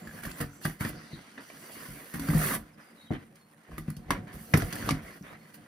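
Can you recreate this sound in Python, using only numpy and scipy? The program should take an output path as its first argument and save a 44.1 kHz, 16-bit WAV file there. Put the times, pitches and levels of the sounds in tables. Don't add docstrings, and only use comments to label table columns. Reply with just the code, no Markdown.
import sys
import numpy as np
from scipy import signal
from scipy.fft import rfft, irfft, next_fast_len
from scipy.io import wavfile
from scipy.ndimage import uniform_filter1d, map_coordinates

SR = 44100
rng = np.random.default_rng(int(sys.argv[2]) if len(sys.argv) > 2 else 0)


def file_out(sig):
    cols = np.atleast_2d(sig).T
    lim = np.clip(cols, -1, 1)
    pcm = np.round(lim * 32767).astype(np.int16)
    wavfile.write(sys.argv[1], SR, pcm)


def volts(x):
    e = np.asarray(x, float) / 20
    return 10 ** e


N = 250047


def unit(x):
    return x / np.sqrt(np.mean(x ** 2) + 1e-20)


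def along(points, hz):
    point_hz, value = np.transpose(points)
    return np.interp(np.log(hz + 1), np.log(point_hz + 1), value)


def filtered(x, response):
    size = next_fast_len(N + SR // 2)
    hz = np.fft.rfftfreq(size, 1 / SR)
    return irfft(rfft(x, size) * response(hz), size)[..., :N]


def wobble(rate_hz):
    knots = rng.standard_normal(int(N * rate_hz / SR) + 4)
    return map_coordinates(knots, [np.arange(N) * rate_hz / SR])


def fibres(spectrum, clump_db, spike_db, ring_db, crack=0):
    clumps_db = clump_db * wobble(45) + clump_db * wobble(220)
    size = volts(clumps_db + spike_db * wobble(1500))
    parting = rng.random(N) < 800 / SR
    size *= 1 + crack * rng.exponential(size=N) * parting
    z = signal.stft(size * rng.standard_normal((2, N)), nperseg=512)[2]
    field = uniform_filter1d(rng.standard_normal(z.shape[1:]), size=3, axis=0)
    field = uniform_filter1d(field, size=6, axis=1)
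    rung = signal.istft(z * volts(ring_db * unit(field)), nperseg=512)[1][:, :N]
    return unit(filtered(rung, lambda hz: volts(along(spectrum, hz))))


# pitch_hz, level_db (per Hz)
HUSH_COLOUR = [(15, -85.5), (25, -23.5), (60, -18), (120, -25.5), (287, -2.5), (419, -9), (550, -2),
               (647, -3.5), (1810, -3.5), (3380, -15), (4440, -19), (8050, -18.5), (9220, -8.5),
               (10600, -15), (15000, -21.5), (16300, -39)]


def hush():
    level = volts(-65 + 0.52 * wobble(3.74))
    return level * fibres(HUSH_COLOUR, clump_db=-1.34, spike_db=2.5, ring_db=2.0)


def slope(start_s, end_s, rise_s, fall_s):
    t = np.arange(N, dtype=np.float32) / SR
    before = np.maximum(start_s - t, 0) / abs(rise_s)
    after = np.maximum(t - end_s, 0) / abs(fall_s)
    return -20 * (before + after)


# peak_s, level_db, rise_s (20 dB), fall_s (20 dB)
WEIGHT_HEAVES = [(0, -36.5, .02, 0.17), (.2, -44, 0.4, .5), (0.268, -33, 0.11, 0.05),
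                 (.42, -39, 0.09, 0.1153), (.6, -51, -0.8, 0.3817), (.87, -38, 0.01, 0.2542),
                 (1.05, -50, 1.5, 0.77), (1.4, -54, 1, 1.5), (1.57, -48, 0.19, 0.2),
                 (1.83, -44.5, 0.19, -0.02), (1.96, -46.5, 0.58, 0.14), (2.22, -36, 0.0655, 0.21),
                 (2.34, -26, 0.1442, 0.2774), (2.46, -28, 0.0919, 0.1443), (2.56, -29.5, 0.1265, 0.0356),
                 (2.65, -51, .1, 0.18), (2.8, -58.5, .6, 0.47), (3.07, -53.5, -0.62, -3.17),
                 (3.21, -48, 0.3, -0.22), (3.53, -59, .3, 0.6), (3.72, -47, 0.1139, -0.05),
                 (3.82, -43, 0.19, 0.12), (3.99, -44.5, 0.107, 1), (4.13, -30, 0.1189, 0.29),
                 (4.3, -38, 0.1143, 0.27), (4.44, -47, 0.36, -0.33), (4.69, -34, 0.3264, 0.315),
                 (4.8, -30.5, 0.2834, 0.3187), (4.891, -27.5, 0.2914, 0.0591), (5, -39, 0.37, 0.1544),
                 (5.1, -50.5, 0.9, 0.13), (5.33, -46.5, -0.27, 0.38), (5.45, -53.5, .3, 1.78),
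                 (5.57, -50, 0.28, -1)]


def heaves():
    pushes = [volts(db + slope(s, s, rise_s, fall_s)) for s, db, rise_s, fall_s in WEIGHT_HEAVES]
    return volts(-112) + np.max(pushes, axis=0)


# start_s, length_s, board_db, paper_db, swell_db (by the end)
HELD_PULLS = [(0.029, 0.1788, -55, -63, 7), (0.226, 0.0416, -51, -52.5, 5.5),
              (0.352, 0.0414, -52.5, -59, 7.5), (0.493, 0.0749, -63, -66.5, 4),
              (0.616, 0.024, -53, -54.5, 0.5), (0.81, 0.09, -37, -42, -4), (0.906, 0.47, -54, -67, -2),
              (1.408, 0.4586, -57, -62.5, 9.5), (1.877, 0.358, -50.5, -53, -2),
              (2.198, 0.1123, -43.5, -45.5, -2), (2.275, 0.187, -40.5, -44.5, 8.5),
              (2.458, 0.0964, -35, -34.5, 0.16), (2.495, 0.0657, -34, -37, -1),
              (3.114, 0.0496, -45, -75, 1), (3.191, 0.0422, -54.5, -74, -0.5),
              (3.356, 0.058, -62, -67.5, -11.5), (5.398, 0.111, -61.5, -71.5, 3),
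              (3.58, 0.1184, -68, -90, 10.5), (4.053, 0.0573, -66.5, -90.5, 19),
              (4.332, 0.269, -57, -54.5, 0.1), (4.707, .18, -44.5, -52, 3.5), (4.86, .03, -40.5, -52.5, 4),
              (1.42, .45, -75, -75, 1), (5.026, 0.1478, -49.5, -59, -1.09),
              (5.239, 0.1172, -49.5, -76, 0.5), (5.544, 0.012, -56, -52.5, -1),
              (5.577, 0.103, -58.5, -74.5, -2.5), (5.197, 0.138, -70, -66, -0.5),
              (2.963, 0.112, -62, -72.5, 0.5)]
# start_s, board_db, paper_db, fall_s (20 dB)
GRIP_SLIPS = [(0, -53.5, -62.5, -1.38), (.268, -44, -50, 0.19), (0.405, -34, -42, 0.0623),
              (0.65, -36, -38.5, 0.0894), (1.378, -41.5, -75, 0.09), (2.14, -38, -40, 0.0766),
              (2.59, -54.5, -68, 0.2648), (2.778, -55.5, -71.5, 0.5), (3.123, -41.5, -63.5, 0.068),
              (3.712, -55.5, -66, 0.4361), (3.78, -50.5, -51.5, 0.05), (3.88, -50.5, -62, 0.08),
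              (4.109, -32.5, -58, 0.09), (4.273, -47, -69, 0.25), (4.538, -39, -44.5, 0.398),
              (4.909, -41, -55.5, 0.1965), (5.37, -62.5, -80.5, 10.2)]
GRIP_S, LET_GO_S = 0.0157, 0.0224


def rubs():
    t = np.arange(N, dtype=np.float32) / SR
    rub_db = np.full((2, N), -95.)
    for s, length_s, board_db, paper_db, swell_db in HELD_PULLS:
        swell = swell_db * np.clip((t - s) / length_s, 0, 1)
        pull_db = np.array([board_db + swell, paper_db + 1.396 * swell])
        rub_db = np.maximum(rub_db, pull_db + slope(s, s + length_s, GRIP_S, LET_GO_S))
    for s, board_db, paper_db, fall_s in GRIP_SLIPS:
        slip_db = np.array([[board_db], [paper_db]])
        rub_db = np.maximum(rub_db, slip_db + slope(s, s, 0.00596, fall_s))
    return rub_db


# start_s, length_s, level_db
FLAP_DRAGS = [
    (0.641, 0.0077, -46.5),
    (0.807, 0.167, -65.5),
    (4.567, 0.05738, -52.5),
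    (4.737, 0.161, -56.5),
    (0.998, 0.944, -68),
]


def drags(rub_db):
    slides = sum(volts(db + slope(s, s + length_s, GRIP_S, LET_GO_S)) for s, length_s, db in FLAP_DRAGS)
    return slides + volts(-18.5 + 0.2702 * rub_db[0] + 0.495 * rub_db[1])


def whistles(calls, blur_hz, clear, drop_s):
    out = np.zeros((2, N))
    for s, length_s, first_hz, held_hz, db in calls:
        t = np.arange(int(length_s * SR)) / SR
        pitch_hz = held_hz + (first_hz - held_hz) * np.exp(-t / drop_s)
        turn = 2 * np.pi * np.cumsum(pitch_hz) / SR
        a, b, c, d = (map_coordinates(knots, [t * blur_hz]) for knots in rng.standard_normal((4, 900)))
        left = (a + clear) * np.sin(turn) + b * np.cos(turn)
        right = c * np.sin(turn) + d * np.cos(turn)
        sway = np.array([left, right]) / np.hypot(1, clear)
        out[:, round(s * SR):][:, :len(t)] += volts(db) * np.sin(np.pi * t / length_s) ** .4 * sway
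    return out * volts(2 * wobble(28))


# start_s, length_s, first_hz, held_hz, level_db
BIRD_CHIRPS = [
    (0, 0.1238, 7300, 7265, -62),
    (.266, 0.1006, 7600, 7440, -57),
    (.49, 0.153, 6200, 6104, -64),
    (.504, 0.1533, 7300, 7498, -61.5),
    (.95, 0.05, 5000, 4775, -59),
    (1.115, 0.0505, 4100, 4000, -55),
    (1.578, 0.0953, 8060, 7966, -62),
]
# start_s, length_s, first_hz, held_hz, level_db
BIRD_PHRASE = [
    (2.724, .03, 6600, 4600, -72),
    (2.8, .05, 5500, 4800, -67),
    (2.85, .13, 4950, 4900, -72),
    (2.956, .145, 4450, 3820, -62),
    (3.065, .04, 3600, 3050, -66),
]
# start_s, length_s, first_hz, held_hz, level_db
BIRD_PEEPS = [
    (3.012, .03, 4270, 4240, -63),
    (3.36, .15, 4300, 4290, -73),
    (3.872, .11, 4300, 4280, -67),
    (4.02, .05, 4300, 4280, -73),
    (5.385, .075, 4300, 4280, -71),
]


def bird():
    chirps = whistles(BIRD_CHIRPS, blur_hz=705.8, clear=.3, drop_s=.012)
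    phrase = whistles(BIRD_PHRASE, blur_hz=298, clear=.6, drop_s=.012)
    peeps = whistles(BIRD_PEEPS, blur_hz=30.52, clear=2.5, drop_s=.012)
    return chirps + phrase + peeps


# pitch_hz, level_db, ring_s (time to die 60 dB)
WALL_TONES = [(50.64, 4.5, 0.403), (64.3, -3.5, 0.236), (101.76, 1.5, 0.131), (144.44, 2.5, 0.148),
              (174.03, 2, 0.0975), (226, -0.5, 0.1192), (295.46, -3, 0.1663), (374.7, -10, 0.117),
              (462.7, -10, 0.0976), (576.7, -12.5, 0.0896), (722.7, -13, 0.0886)]


def walls(hz):
    total = 0
    for k, (tone_hz, db, ring_s) in enumerate(WALL_TONES):
        loss = 1j * hz * np.log(1000) / (np.pi * ring_s)
        total = total + (-1) ** k * volts(db) * loss / (tone_hz * tone_hz - hz * hz + loss)
    return total


def strained_walls(shove):
    light = lambda hz: walls(hz) * hz ** 8 / (hz ** 8 + 145.2 ** 8)
    heavy = np.clip(shove / volts(-38.5), 0, 1) ** 0.462
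    drive = volts(3.3 * wobble(30)) * rng.standard_normal((2, N))
    shaking = (1 - heavy) * unit(filtered(drive, light)) + heavy * unit(filtered(drive, walls))
    return volts(-5.0) * shove * shaking


# start_s, peak_db, struck_wall_hz, ring_length (factor)
BOX_YANKS = [(.072, -40, 147.3, 2.2), (.232, -47, 296, 1.3), (.65, -20.5, 158.1, 0.632),
             (.677, -25, 135, 0.4513), (.806, -20.5, 151, 0.79), (.847, -23.5, 226, 1.12),
             (.888, -36, 160, 2.765), (.95, -43, 60, 3), (5.03, -38.5, 60, 1.96), (1.129, -32.5, 147, 0.9),
             (1.883, -35, 195, 3.6), (2.139, -28, 298, 2.1), (2.192, -27.5, 296.6, 2.7),
             (2.286, -16.5, 168.2, 1.9), (2.331, -21, 185.3, 0.58), (2.348, -13.5, 148, 0.88),
             (3.778, -29.5, 149.3, 0.96), (3.88, -22, 141.6, 0.874), (3.966, -34, 140, 1.49),
             (4.337, -34.5, 143.7, 1.26), (4.906, -14, 144.6, 0.745), (5.208, -35, 160.4, 1.066)]
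# start_s, peak_db, struck_wall_hz, ring_length (factor)
HEAD_BUMPS = [(0.255, -29, 226, 2.1), (.403, -26, 164.4, 1.75), (2.372, -23.5, 110, 3.72),
              (2.575, -38, 69, 2.84), (3.104, -19, 190, 0.825), (3.128, -26.5, 302.4, 0.8),
              (3.688, -40, 184.7, 0.83), (3.718, -35, 108, 0.69), (4.05, -42.5, 420, 1.47),
              (4.079, -32, 500, 0.8585), (4.105, -20.5, 164, 0.4495), (4.537, -8, 107, 0.622),
              (4.57, -16.5, 108.7, 1.14), (4.62, -21, 92.77, 0.73), (4.83, -31.5, 162, 1.507),
              (4.893, -26.5, 144, 2.2)]


def booms(shove):
    out, t = np.zeros((2, N + SR)), np.arange(SR // 2) / SR
    hz, level_db, ring_s = np.transpose(WALL_TONES)[..., None]
    jolts = [(*j, -19) for j in BOX_YANKS] + [(*j, -6) for j in HEAD_BUMPS]
    chances = rng.standard_normal((len(jolts), 3, 2, len(WALL_TONES), 1))
    for (s, db, tone_hz, ring, small_db), luck in zip(jolts, chances):
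        deep_db = 1 + 0.835 * (20 * np.log10(shove[round(s * SR)]) - db)
        middle_db = -6 * np.abs(np.log2(hz / tone_hz))
        near_db = np.where(hz < 75, deep_db + 9.5, np.where(hz > 330, small_db + 5.0, middle_db))
        decay_db = 60 * t / (ring_s * np.clip(ring, .2, hz / 70))
        fade = volts(level_db + near_db + 2.78 * luck[0] - decay_db)
        fade *= 1 - np.exp(-t * hz * 1.596)
        fade *= 1 + 1.086 * np.exp(-t * hz / 0.995)
        turn = 2 * np.pi * hz * (1 + 0.05045 * luck[1]) * t + 0.246 * luck[2]
        wave = np.sum(fade * np.sin(turn), axis=1)
        start = round((s + .002) * SR)
        out[:, start:][:, :len(t)] -= volts(db + 1.48) * wave / np.abs(wave[0]).max()
    return out[:, :N]


# start_s, peak_db, pitch_hz
FLUTE_POPS = [(0.072, -38, 1702), (0.092, -31, 1693), (0.111, -35.5, 1656), (0.168, -37, 1686),
              (0.188, -35.5, 1654), (0.207, -38.5, 1732), (0.233, -29.5, 1655), (0.25, -28.5, 1670),
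              (0.265, -33, 1122), (0.28, -27.5, 1570), (0.314, -37.5, 1548), (0.361, -41.5, 1572),
              (0.409, -29.5, 1337), (0.533, -45, 1420), (0.616, -40, 1670), (0.809, -26, 2133),
              (0.987, -37, 4404), (1.379, -30, 1724), (1.499, -40, 2130), (1.571, -39.5, 1686),
              (2.143, -30, 1622), (2.196, -32, 1410), (2.302, -23.5, 2054), (2.335, -29.5, 1200),
              (2.391, -26.5, 1864), (2.414, -21.5, 1350), (2.438, -24.5, 1280), (2.454, -29, 1247),
              (2.47, -23.5, 1115), (2.489, -29, 1785), (2.516, -19.5, 1208), (2.526, -28, 1730),
              (2.539, -21, 1131), (2.555, -23.5, 1183), (3.538, -53.5, 1790), (3.716, -41.5, 1150),
              (3.903, -39.5, 1233), (4.04, -52, 899.8), (4.112, -18, 1104), (4.272, -39.5, 1660),
              (4.403, -44.5, 1800), (4.554, -18.5, 1840), (4.68, -41, 1690), (4.727, -30, 1637),
              (4.763, -27.5, 1724), (4.825, -28.5, 1685), (5.08, -35, 2140), (5.226, -38.5, 5820)]


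def pops():
    out, t = np.zeros(N + SR), np.arange(SR // 8) / SR
    for s, db, hz in FLUTE_POPS:
        ping = volts(-60 * t * hz / 32.64) * np.sin(2 * np.pi * hz * t) * (1 - np.exp(-t * hz))
        edge = volts(-13.5 - 60 * t / 0.002504) * rng.standard_normal(len(t))
        out[round(s * SR):][:len(t)] += volts(db - 3) * (ping + edge)
    return out[:N]


# start_s, peak_db, knock_db (board), flute_hz
TOOTH_CRUSHES = [(0.0736, -36.5, 7, 1667), (0.235, -26, 3, 1656), (0.2527, -26.5, 5, 1637),
                 (0.6528, -18, 5, 1594), (0.808, -33.5, 13.5, 2222), (0.8493, -26, 7.5, 1809),
                 (0.8905, -25.5, -9.5, 2030), (1.381, -50.5, 16, 1635), (1.4997, -52.5, 19.5, 2340),
                 (2.141, -41.5, -2, 1592), (2.2543, -45, 4, 1480), (2.2869, -27, 5.5, 1349),
                 (2.3024, -36.5, 11, 2010), (3.113, -52, 17, 1114), (3.1345, -53.5, 22, 1826),
                 (3.7808, -25.5, 2.5, 1226), (3.8825, -48.5, 8.5, 1157), (4.1059, -17, 11, 1063),
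                 (4.2708, -61.5, 7.5, 1648), (4.538, -19.5, 15, 1976), (4.6205, -25, 8.5, 1726),
                 (4.7539, -27.5, 2.5, 1730), (4.8908, -25, 15.5, 1197), (4.908, -20.5, 6, 2231)]
# start_s, peak_db, click_db
PAPER_TICKS = [(.1565, -49.5, -19), (0.314, -40, 12), (0.4113, -18.5, -5.5), (2.195, -27.5, 0),
               (3.356, -47.5, 5.5), (3.902, -29.5, -8), (3.9659, -33, -0.1), (4.5734, -13.5, -12.5),
               (4.7051, -39, 6.5), (4.726, -22, 3.5), (4.889, -36, 14), (4.906, -32, 8),
               (5.542, -34.5, -10)]


def snaps():
    strength, flutes, t = np.zeros((3, N + SR)), np.zeros(N + SR), np.arange(SR // 8) / SR
    events = [(s, db, knock_db, knock_db - 11, hz) for s, db, knock_db, hz in TOOTH_CRUSHES]
    events += [(s, db, -8.5, click_db, 1514) for s, db, click_db in PAPER_TICKS]
    tail_s = np.array([[.045], [.06], [.05]])
    shape = volts(-60 * t / 0.00617) + .5 * volts(-60 * t / tail_s)
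    shape *= 1 - np.exp(-t / 0.000952)
    for s, db, knock_db, click_db, flute_hz in events:
        start = round(s * SR)
        part_db = db - 8.5 + np.array([[0], [knock_db], [click_db]])
        strength[:, start:][:, :len(t)] += volts(part_db) * shape
        ring = volts(db + knock_db - 11 - 60 * t / .026) * np.sin(2 * np.pi * flute_hz * t)
        flutes[start:][:len(t)] += ring
    return (*strength[:, :N], flutes[:N])


# start_s, peak_db
BOARD_CRACKS = [
    (4.1059, -13.5),
    (4.538, -16.5),
    (4.8905, -6.5),
    (4.907, -11),
    (.6514, -23.5),
    (2.1, -27),
    (4.727, -25),
    (5.1, -35.5),
]


def cracks():
    out, t, pulse_s = np.zeros(N + SR), np.arange(SR // 8) / SR, 0.000118
    pulse = (1 - t / pulse_s) * np.exp(-t / pulse_s) * (1 - np.exp(-t * 28000.0))
    for s, db in BOARD_CRACKS:
        out[round(s * SR):][:len(t)] -= volts(db) * pulse
    return out[:N]


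# start_s, length_s, first_hz, aimed_hz, level_db
MUZZLE_SLIDE = [
    (.92, .42, 5600, 2600, -64),
]


def muzzle():
    return whistles(MUZZLE_SLIDE, blur_hz=1900, clear=0, drop_s=.3)


# pitch_hz, level_db (per Hz)
BOARD_COLOUR = [(110, -8), (260, 5.5), (450, -2), (701, -1), (800, -5.5), (875, -10), (965, -2.5),
                (1150, -2), (1990, 0), (2440, -8), (3200, -13.5), (4160, -19), (7040, -120)]
# pitch_hz, level_db (per Hz)
GRASS_COLOUR = [(500, -53.5), (1650, -41), (2800, -6.5), (3520, -10.5), (3920, -17.5), (4430, -4),
                (5470, -12), (5930, -8), (6850, -13.5), (7330, -15.5), (8200, -12.5), (10700, -10.5),
                (18000, -120)]
# pitch_hz, level_db (per Hz)
PAPER_COLOUR = [(4410, -17), (7500, -10.5), (9480, -1), (11000, 1), (13200, -6), (14900, -1), (16000, -21),
                (16300, -60)]


def box():
    shove, rub_db = heaves(), rubs()
    scrape, rip = volts(rub_db)
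    rustle = drags(rub_db)
    paper_snap, knock, click, crushed = snaps()
    flutes = (crushed + pops() + cracks()) * volts(2.5 * wobble(250))
    panels = strained_walls(shove) + booms(shove)
    board = np.hypot(scrape, knock) * fibres(BOARD_COLOUR, clump_db=1.0, spike_db=1.0, ring_db=2.7, crack=1.9)
    board += flutes * [[1.3], [.2]]
    grass = np.hypot(rustle, click) * fibres(GRASS_COLOUR, clump_db=1.0, spike_db=1.5, ring_db=2.5, crack=.9)
    paper = np.hypot(rip, paper_snap) * fibres(PAPER_COLOUR, clump_db=1.1, spike_db=1.0, ring_db=1.2, crack=.8)
    return panels + board + grass + paper


# pitch_hz, ring_s (time to die 60 dB)
YARD_ECHO = [(100, 0.275), (1500, 0.1475), (10000, 0.151)]


def yard(x):
    hz, t, z = signal.stft(rng.standard_normal((2, SR // 2)), SR, nperseg=256)
    fade = volts(-60 * t / along(YARD_ECHO, hz)[:, None])
    tail = signal.istft(z * fade, SR, nperseg=256)[1]
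    late = np.pad(x, ((0, 0), (400, 0)))
    return signal.fftconvolve(late, tail / np.linalg.norm(tail[0]), axes=1)[:, :N]


# pitch_hz, likeness (0-1)
SIDE_LIKENESS = [(60, 0.9775), (250, 0.956), (700, 0.435), (1400, 0.22), (3800, 0.443), (9500, 0.452),
                 (15000, 0.273)]
# pitch_hz, left_minus_right_db
SIDE_BALANCE = [(60, -0.8), (120, -0.7), (240, -0.5), (480, -1), (950, -1.5), (1890, -3), (3770, 2.5),
                (7520, -2.5), (15000, -6.5)]
# pitch_hz, left_lead_rad
LEFT_LEAD = [(300, 0), (1900, -.2), (2300, 1.3), (3600, 1.3), (4300, -.4), (6000, .2), (6600, 2.6),
             (10200, 2.4), (11400, 3.3), (12300, 6.2), (13600, 8.8), (16000, 11)]


def ports(pair):
    turn = lambda hz: np.arccos(np.clip(along(SIDE_LIKENESS, hz), 0, 1)) / 2
    mid, side = filtered(pair, lambda hz: np.array([np.cos(turn(hz)), np.sin(turn(hz))]))
    half = lambda hz: volts(along(SIDE_BALANCE, hz) / 2) * np.exp(.5j * along(LEFT_LEAD, hz))
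    return filtered(np.array([mid + side, mid - side]), lambda hz: np.array([half(hz), 1 / half(hz)]))


def scene():
    near = box() + bird() + muzzle()
    return ports(near + volts(-10.5) * yard(near) + hush())


def top_cut(x):
    return signal.sosfilt(signal.butter(12, 16050, fs=SR, output="sos"), x)


def record(dry):
    response = lambda hz: (1j * hz / (1j * hz + 36)) ** 4 * (hz < 16000)
    mix = filtered(dry, response)
    return top_cut(mix)


dry = scene()
out = record(dry)
file_out(out)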